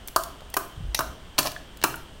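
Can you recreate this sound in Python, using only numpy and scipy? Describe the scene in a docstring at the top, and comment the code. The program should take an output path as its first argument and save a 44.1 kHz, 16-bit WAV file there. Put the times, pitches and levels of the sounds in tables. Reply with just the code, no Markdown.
"""A steel ladle mashes a soft mixture in a metal pot, five strokes, close by in a small kitchen.
Over a low rumble and faint hiss, the mash ticks and smacks. Each stroke ends in a knock that the
filling damps quickly; from the second on, the edge also clacks on the bare wall at times.
Around the third, an arm pushes air by and the edge slides lightly down the wall.
The fourth skids along the wall. An air pocket pops after it, and another after the fifth."""
import sys
import numpy as np
from scipy import signal
from scipy.fft import rfft, irfft
from scipy.io import wavfile
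from scipy.ndimage import uniform_filter1d

SR = 44100
rng = np.random.default_rng(int(sys.argv[2]) if len(sys.argv) > 2 else 0)


def to_wav(s):
    """Save 16-bit WAV."""
    ch = np.atleast_2d(s).T  # columns
    pcm = np.round(np.clip(ch, -1, 1) * 32767)  # PCM
    wavfile.write(sys.argv[1], SR, pcm.astype(np.int16))


N = 97020
T = np.arange(N) / SR

# modes of the filled pot and of the ladle: (frequency [Hz])
POT_HZ = [278, 370, 620, 678, 886, 1026, 1148, 1214, 1258, 1380, 1523]
LADLE_HZ = [1916, 2355, 2610, 2715, 2940, 3290, 3880, 4500, 5380, 5860, 8818]
# the same modes: (relative strength [dB], t60 [s])
POT_MODES = [(-8, 0.095), (-14, 0.094), (1, 0.07), (-12.5, 0.11), (-5.5, 0.056), (5, 0.059), (0.5, 0.16),
             (1.5, 0.087), (-3, 0.29), (-2, 0.22), (0, 0.069)]
LADLE_MODES = [(-5, 0.04), (5, 0.054), (0, 0.08), (0, 0.036), (1, 0.066), (-6.5, 0.084), (0.5, 0.044),
               (2, 0.02), (-4.5, 0.029), (0, 0.006), (6, 0.017)]


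def amp(db):
    """Decibels to gain."""
    return 10 ** (np.asarray(db) / 20)


def unit(x):
    """Scale to rms 1."""
    return x / np.sqrt(np.mean(x ** 2) + 1e-20)


def read(points, hz):
    """Interpolate a spectrum table over log frequency."""
    f, value = np.transpose(points)
    return np.interp(np.log(hz + 1), np.log(f + 1), value)


def fade(times_s, levels_db):
    """Gain curve, silent outside its points."""
    return amp(np.interp(T, times_s, levels_db, left=-120, right=-120))


def add(mix, at_s, sound):
    """Mix a sound in, in place."""
    part = mix[round(at_s * SR):][:len(sound)]
    part += sound[:len(part)]


def colour(x, points, size=4096):
    """Minimum-phase filter from (frequency [Hz], gain [dB]) points."""
    log_gain = np.log(amp(read(points, abs(np.fft.fftfreq(size, 1 / SR)))))
    taps = np.fft.ifft(np.exp(np.conj(signal.hilbert(log_gain)))).real
    return signal.fftconvolve(x, taps[:size // 2])[:len(x)]


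def noise(points):
    """Steady shaped noise, rms 1."""
    gain = amp(read(points, np.fft.rfftfreq(N, 1 / SR)))
    return unit(irfft(rfft(rng.standard_normal(N)) * gain, N))


def boost(x, hz, db, width_hz):
    """Raise one resonance."""
    return x + (amp(db) - 1) * signal.lfilter(*signal.iirpeak(hz, hz / width_hz, fs=SR), x)


def background(level_db=-44.5):
    """Steady low rumble and faint hiss."""
    # (frequency [Hz], relative density [dB])
    spectrum = [(15, 19), (30, 22.5), (65, 18), (110, 8), (200, 7), (400, 3.5), (800, 0), (1600, -3),
                (2500, -8), (3150, 2), (3900, -10.5), (7000, -16.5), (8800, -14), (10000, -23.5),
                (16000, -25)]
    return amp(level_db) * noise(spectrum)


def chatter(decay_s, rise_s=0.001, echo_above_hz=1870, size=16384):
    """A contact and a dying flurry of tiny ones, bouncing across the pot; energy 1."""
    # paths across the pot, varied per contact: (delay [s], gain [ratio])
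    echoes = [(.0008, 0.51), (.00175, 0.93), (.0058, 0.32)]
    t = np.arange(size) / SR
    first_contact = 1 + 2 * np.exp(-t / 0.00024)
    envelope = np.exp(-t / decay_s) * first_contact * (1 - np.exp(-t / rise_s))
    spectrum = rfft(rng.standard_normal(size) * envelope)
    whitened = irfft(spectrum / (abs(spectrum) + 1e-9))
    direct = whitened * np.exp(-t / (10 * decay_s))
    treble = signal.lfilter(*signal.butter(2, echo_above_hz, "high", fs=SR), direct)
    burst = direct.copy()
    for delay_s, gain in echoes:
        add(burst, delay_s * rng.uniform(.8, 1.2), gain * treble)
    return burst / np.linalg.norm(burst)


def mash(pop_rise_s=0.00023, glide_per_s=6.2, octave_db=-13):
    """The sticky mash ticks; air pockets pop with rising pitch."""
    # wet ticks: (time [s], level at each of bands_hz [dB])
    smacks = [(0.0751, -29, -23, -5.5), (0.0837, -8, -5.5, -12), (0.2359, -23, -6, -6),
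              (0.406, -11, -19, -33), (.419, -1.5, -43, -44), (.501, -30, -28, -19.5),
              (1.517, -13, -7, -16), (1.772, -21, -21, -21.5), (1.816, -9, -7, -25), (1.827, 0, -2.5, -27),
              (1.958, -5, -35, -10)]
    bands_hz = [1000, 3800, 11000]
    # air pockets: (time [s], start pitch [Hz], level [dB], t60 [s])
    pops = [(1.5635, 1677, -23, 0.02), (1.9418, 1414, -21, 0.021)]
    out, t = np.zeros(N), np.arange(SR // 10) / SR
    for at_s, *bands_db in smacks:
        tick = chatter(decay_s=0.0016, rise_s=0.0001)
        add(out, at_s, colour(tick, list(zip(bands_hz, bands_db))))
    for at_s, hz, db, t60_s in pops:
        phase = 2 * np.pi * hz * t * (1 + glide_per_s * t / 2)
        tone = np.sin(phase) + amp(octave_db) * np.sin(2 * phase)
        envelope = (1 - np.exp(-t / pop_rise_s)) * amp(db - 60 * t / t60_s)
        add(out, at_s, envelope * tone)
    return out


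def ring(modes_hz, modes, place_rad, place_depth_db=3.5, size=16384):
    """Dying metal modes, energy 1; the place of the blow favours some."""
    t = np.arange(size) / SR
    tone = np.zeros(size)
    for k, (hz, (db, t60_s)) in enumerate(zip(modes_hz, modes)):
        strength_db = db + place_depth_db * np.cos(k * place_rad)
        envelope = amp(strength_db - 60 * t / t60_s) / np.sqrt(t60_s)
        tone += (-1) ** k * envelope * np.sin(2 * np.pi * hz * t)
    return tone / np.linalg.norm(tone)


def knocks(gain_db=-3, pot_db=-11, ladle_db=-7, bass_corner_hz=266, bass_db_per_octave=10):
    """The ladle hits the pot through the mash; each blow chatters and rings both."""
    # (time [s], rise [s], chatter decay [s], pot ring [dB], ladle ring [dB], place on wall [rad],
    # thud [Hz], belly [dB], wall note [Hz], wall note [dB], clink [Hz], clink [dB],
    # gain at each of bands_hz [dB])
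    blows = [ (0.1614, 0.00039, 0.0027, -2, -3.5, 1.73, 374, 7, 1140, 5.2, 4470, 9.9, 14, 22.2, 26, 3, 11.5, 8),
             (0.567, 0.0018, 0.0023, -1.5, -16, 0.9, 385, 2, 1166, 8.7, 4330, 6.7, 16.5, 18.8, 17.9, 9.1, 5.5, 7.5),
             (0.9906, 0.00054, 0.0019, -1, -19, 3.1, 270, 2, 1260, 2.9, 5350, 2.7, 18, 13, 16.4, 2, 10, 0.5),
             (1.0058, 0.00038, 0.0035, -5, -16, 3.1, 274, -1.5, 1000, 4, 2900, 7.2, 8.4, 16.6, 16.8, 2, -13, -0.5),
             (1.3858, 0.0046, 0.0042, 4.5, -4.5, 2.64, 280, 5, 1240, 2.9, 4380, 6.1, 17.8, 9.9, 15.2, 15, 17, 12.5),
             (1.8380, 0.00042, 0.004, -0.5, -1.5, 1.4, 322, 0, 990, 10.4, 4070, 9, 25.1, 19.2, 23.1, 13.8, 13, 12)]
    bands_hz = [330, 660, 1300, 2200, 4700, 12000]
    # broad response of the filled pot: (frequency [Hz], gain [dB])
    pot_body = [(140, 9.5), (200, -8), (280, -2.5), (390, 1.5), (480, -4.5), (630, 5.5), (830, -0.5),
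                (1040, 6), (1300, 2), (1580, 4.5), (2050, -4), (2750, 2.5), (3450, -6), (5500, 0.5),
                (7300, -1.5), (16000, 1.5)]
    out = np.zeros(N)
    for (at_s, rise_s, decay_s, pot_ring_db, ladle_ring_db, place_rad,
         thud_hz, belly_db, note_hz, note_db, clink_hz, clink_db, *bands_db) in blows:
        blow = colour(chatter(decay_s, rise_s), pot_body)
        # resonances vary with the point of contact
        blow = boost(blow, hz=663.5, db=belly_db, width_hz=50)
        blow = boost(blow, thud_hz, db=7, width_hz=68)
        blow = boost(blow, note_hz, note_db, width_hz=84)
        blow = boost(blow, clink_hz, clink_db, width_hz=193)
        blow += amp(pot_db + pot_ring_db) * ring(POT_HZ, POT_MODES, place_rad)
        blow += amp(ladle_db + ladle_ring_db) * ring(LADLE_HZ, LADLE_MODES, place_rad)
        bass = [(bass_corner_hz / 4, bands_db[0] - 2 * bass_db_per_octave),
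                (bass_corner_hz, bands_db[0])]
        add(out, at_s, colour(blow, bass + list(zip(bands_hz, bands_db))))
    return amp(gain_db) * out


def clacks(place_rad=2.28):
    """Light, bright contacts of the ladle's edge with the bare wall."""
    # (time [s], chatter decay [s], ladle ring [dB], clink [Hz], gain at each of bands_hz [dB])
    contacts = [(0.54, 0.0018, -20, 1790, 4.5, -1.5, -3.5), (0.9461, 0.0024, -12.5, 1930, 4.7, 11, 1),
                (1.3812, 0.00092, -8, 3900, 6.7, 9, -11), (1.4060, 0.00097, -17, 8850, 5, -15, -11),
                (1.4290, 0.00096, -17, 5400, 2.5, -2, -11), (1.4530, 0.0052, -28, 4700, 4, -5, -12),
                (1.4615, 0.003, -12, 5400, 2, 0, -12), (1.4707, 0.0014, -12.5, 5330, 7.3, 4, -8.5)]
    bands_hz = [800, 4000, 12000]
    # response of the bare wall: (frequency [Hz], gain [dB])
    wall_body = [(150, -8), (380, -5.5), (540, 3.5), (1000, 5), (1250, -7), (1550, -8), (1880, 2.5),
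                 (2150, -5), (2720, -3), (4200, 0), (5800, 2.5), (7400, -6), (9500, 1), (13000, 3.5),
                 (16000, -7)]
    out = np.zeros(N)
    for at_s, decay_s, ring_db, clink_hz, *bands_db in contacts:
        blow = colour(chatter(decay_s), wall_body)
        blow = boost(blow, clink_hz, db=10, width_hz=193)
        blow += amp(ring_db) * ring(LADLE_HZ, LADLE_MODES, place_rad)
        add(out, at_s, colour(blow, list(zip(bands_hz, bands_db))))
    return out


def buffet():
    """An arm passing close by pushes air; the pitch sinks as it swells."""
    # (time [s], deep bass level [dB], upper bass level [dB])
    swell = [(.76, -56, -43), (.78, -52, -39), (.83, -35.5, -34.5), (0.881, -28, -44), (0.928, -35, -73),
             (1.0, -55, -58), (1.108, -37, -45.5), (1.201, -67, -68)]
    # air spectra: (frequency [Hz], relative density [dB])
    deep_bass = [(15, -36), (33, -17), (48, 2), (70, -5), (150, -51), (600, -76)]
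    upper_bass = [(30, -35), (80, 2), (115, 0.5), (165, -11), (240, -30), (600, -69)]
    times_s, *curves_db = np.transpose(swell)
    out = np.zeros(N)
    for levels_db, spectrum in zip(curves_db, (deep_bass, upper_bass)):
        air = noise(spectrum)
        local_rms = np.sqrt(uniform_filter1d(air ** 2, size=1400) + 0.03)
        out += fade(times_s, levels_db) * unit(air / local_rms)
    return out


def slips(rate_per_s=450, spread_db=5.5):
    """Dense train of tiny, uneven stick-slip jolts."""
    signs = rng.choice([-1, 1], N)
    sizes = amp(spread_db * np.minimum(rng.exponential(1, N), 3))
    return signs * sizes * (rng.random(N) < rate_per_s / SR)


def slide():
    """The edge slides lightly down the wall between two contacts: a thin scrape."""
    # (time [s], level [dB])
    levels = [(0.952, -49), (0.965, -40), (0.989, -37)]
    # (frequency [Hz], gain [dB])
    response = [(1500, -29), (4300, -11), (5300, -7), (6200, 5), (7200, -20), (16000, -20)]
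    scrape = signal.fftconvolve(slips(), chatter(decay_s=0.0014))[:N]
    return fade(*np.transpose(levels)) * unit(colour(scrape, response))


def rub(place_rad=1.74, ladle_db=-8, pot_db=-18):
    """The ladle skids along the wall; its slips ring ladle and pot."""
    # (time [s], level [dB])
    levels = [(1.376, -42.5), (1.39, -29), (1.41, -35), (1.447, -41), (1.458, -27), (1.478, -30),
              (1.486, -44), (1.53, -53), (1.56, -66)]
    # (frequency [Hz], gain [dB])
    response = [(100, 1.5), (480, -5), (640, 6.5), (1400, -1), (2100, -18), (2700, -14), (4200, -16),
                (5400, -10), (6500, -19.5), (16000, -12)]
    body = chatter(decay_s=0.0014)
    body += amp(ladle_db) * ring(LADLE_HZ, LADLE_MODES, place_rad)
    body += amp(pot_db) * ring(POT_HZ, POT_MODES, place_rad)
    scrape = signal.fftconvolve(slips(), body)[:N]
    return fade(*np.transpose(levels)) * unit(colour(scrape, response))


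def kitchen(x, delay_s=0.0011, size=32768):
    """Dense room echo, each band dying at its own rate."""
    # (frequency [Hz], t60 [s])
    decay_times = [(150, 0.69), (600, 0.51), (1300, 0.47), (3500, 0.51), (8000, 0.4), (16000, 0.31)]
    # (frequency [Hz], gain [dB])
    response = [(150, -0.5), (460, -6.5), (660, -3), (1000, -8), (1380, -8.5), (2000, -8.5), (5000, -8),
                (10000, -7.5), (16000, -7.5)]
    hz, t, bands = signal.stft(rng.standard_normal(size), SR, nperseg=256)
    t60_s = read(decay_times, hz)[:, None]
    equal_energy = np.sqrt(2 * np.log(1000) / (t60_s * SR))
    tail = signal.istft(bands * amp(-60 * t / t60_s) * equal_energy, SR, nperseg=256)[1]
    onset = np.clip(np.arange(len(tail)) / SR / delay_s - 1, 0, 1)
    return signal.fftconvolve(x, colour(tail * onset, response))[:N]


def smeared(x, above_hz=4800, width_hz=300):
    """Random phase drift blurs an echo's treble partials into hiss."""
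    hz = np.fft.rfftfreq(N, 1 / SR)
    treble = irfft(rfft(x) / (1 + (above_hz / (hz + 1)) ** 20), N)
    drift_rad = np.cumsum(rng.standard_normal(N)) * np.sqrt(2 * np.pi * width_hz / SR)
    blurred = signal.hilbert(treble) * np.exp(1j * uniform_filter1d(drift_rad, size=16))
    return x - treble + blurred.real


def scene(light_send_db=-2, stroke_s=0.42):
    """Pot sounds, a fresh kitchen echo per stroke, air push and background; mono."""
    heavy = knocks() + rub()
    light = clacks() + mash() + slide()
    send = heavy + amp(light_send_db) * light
    stroke = T // stroke_s
    room = sum(kitchen(send * (stroke == k)) for k in np.unique(stroke))
    return (heavy + light + smeared(room) + buffet() + background())[None]


def record(dry, cutoff_hz=16000):
    """Low-pass band limit."""
    taps = signal.firwin(511, cutoff_hz, window=("kaiser", 9), fs=SR)
    return signal.oaconvolve(dry, taps[None], "same")


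dry = scene()
out = record(dry)
to_wav(out)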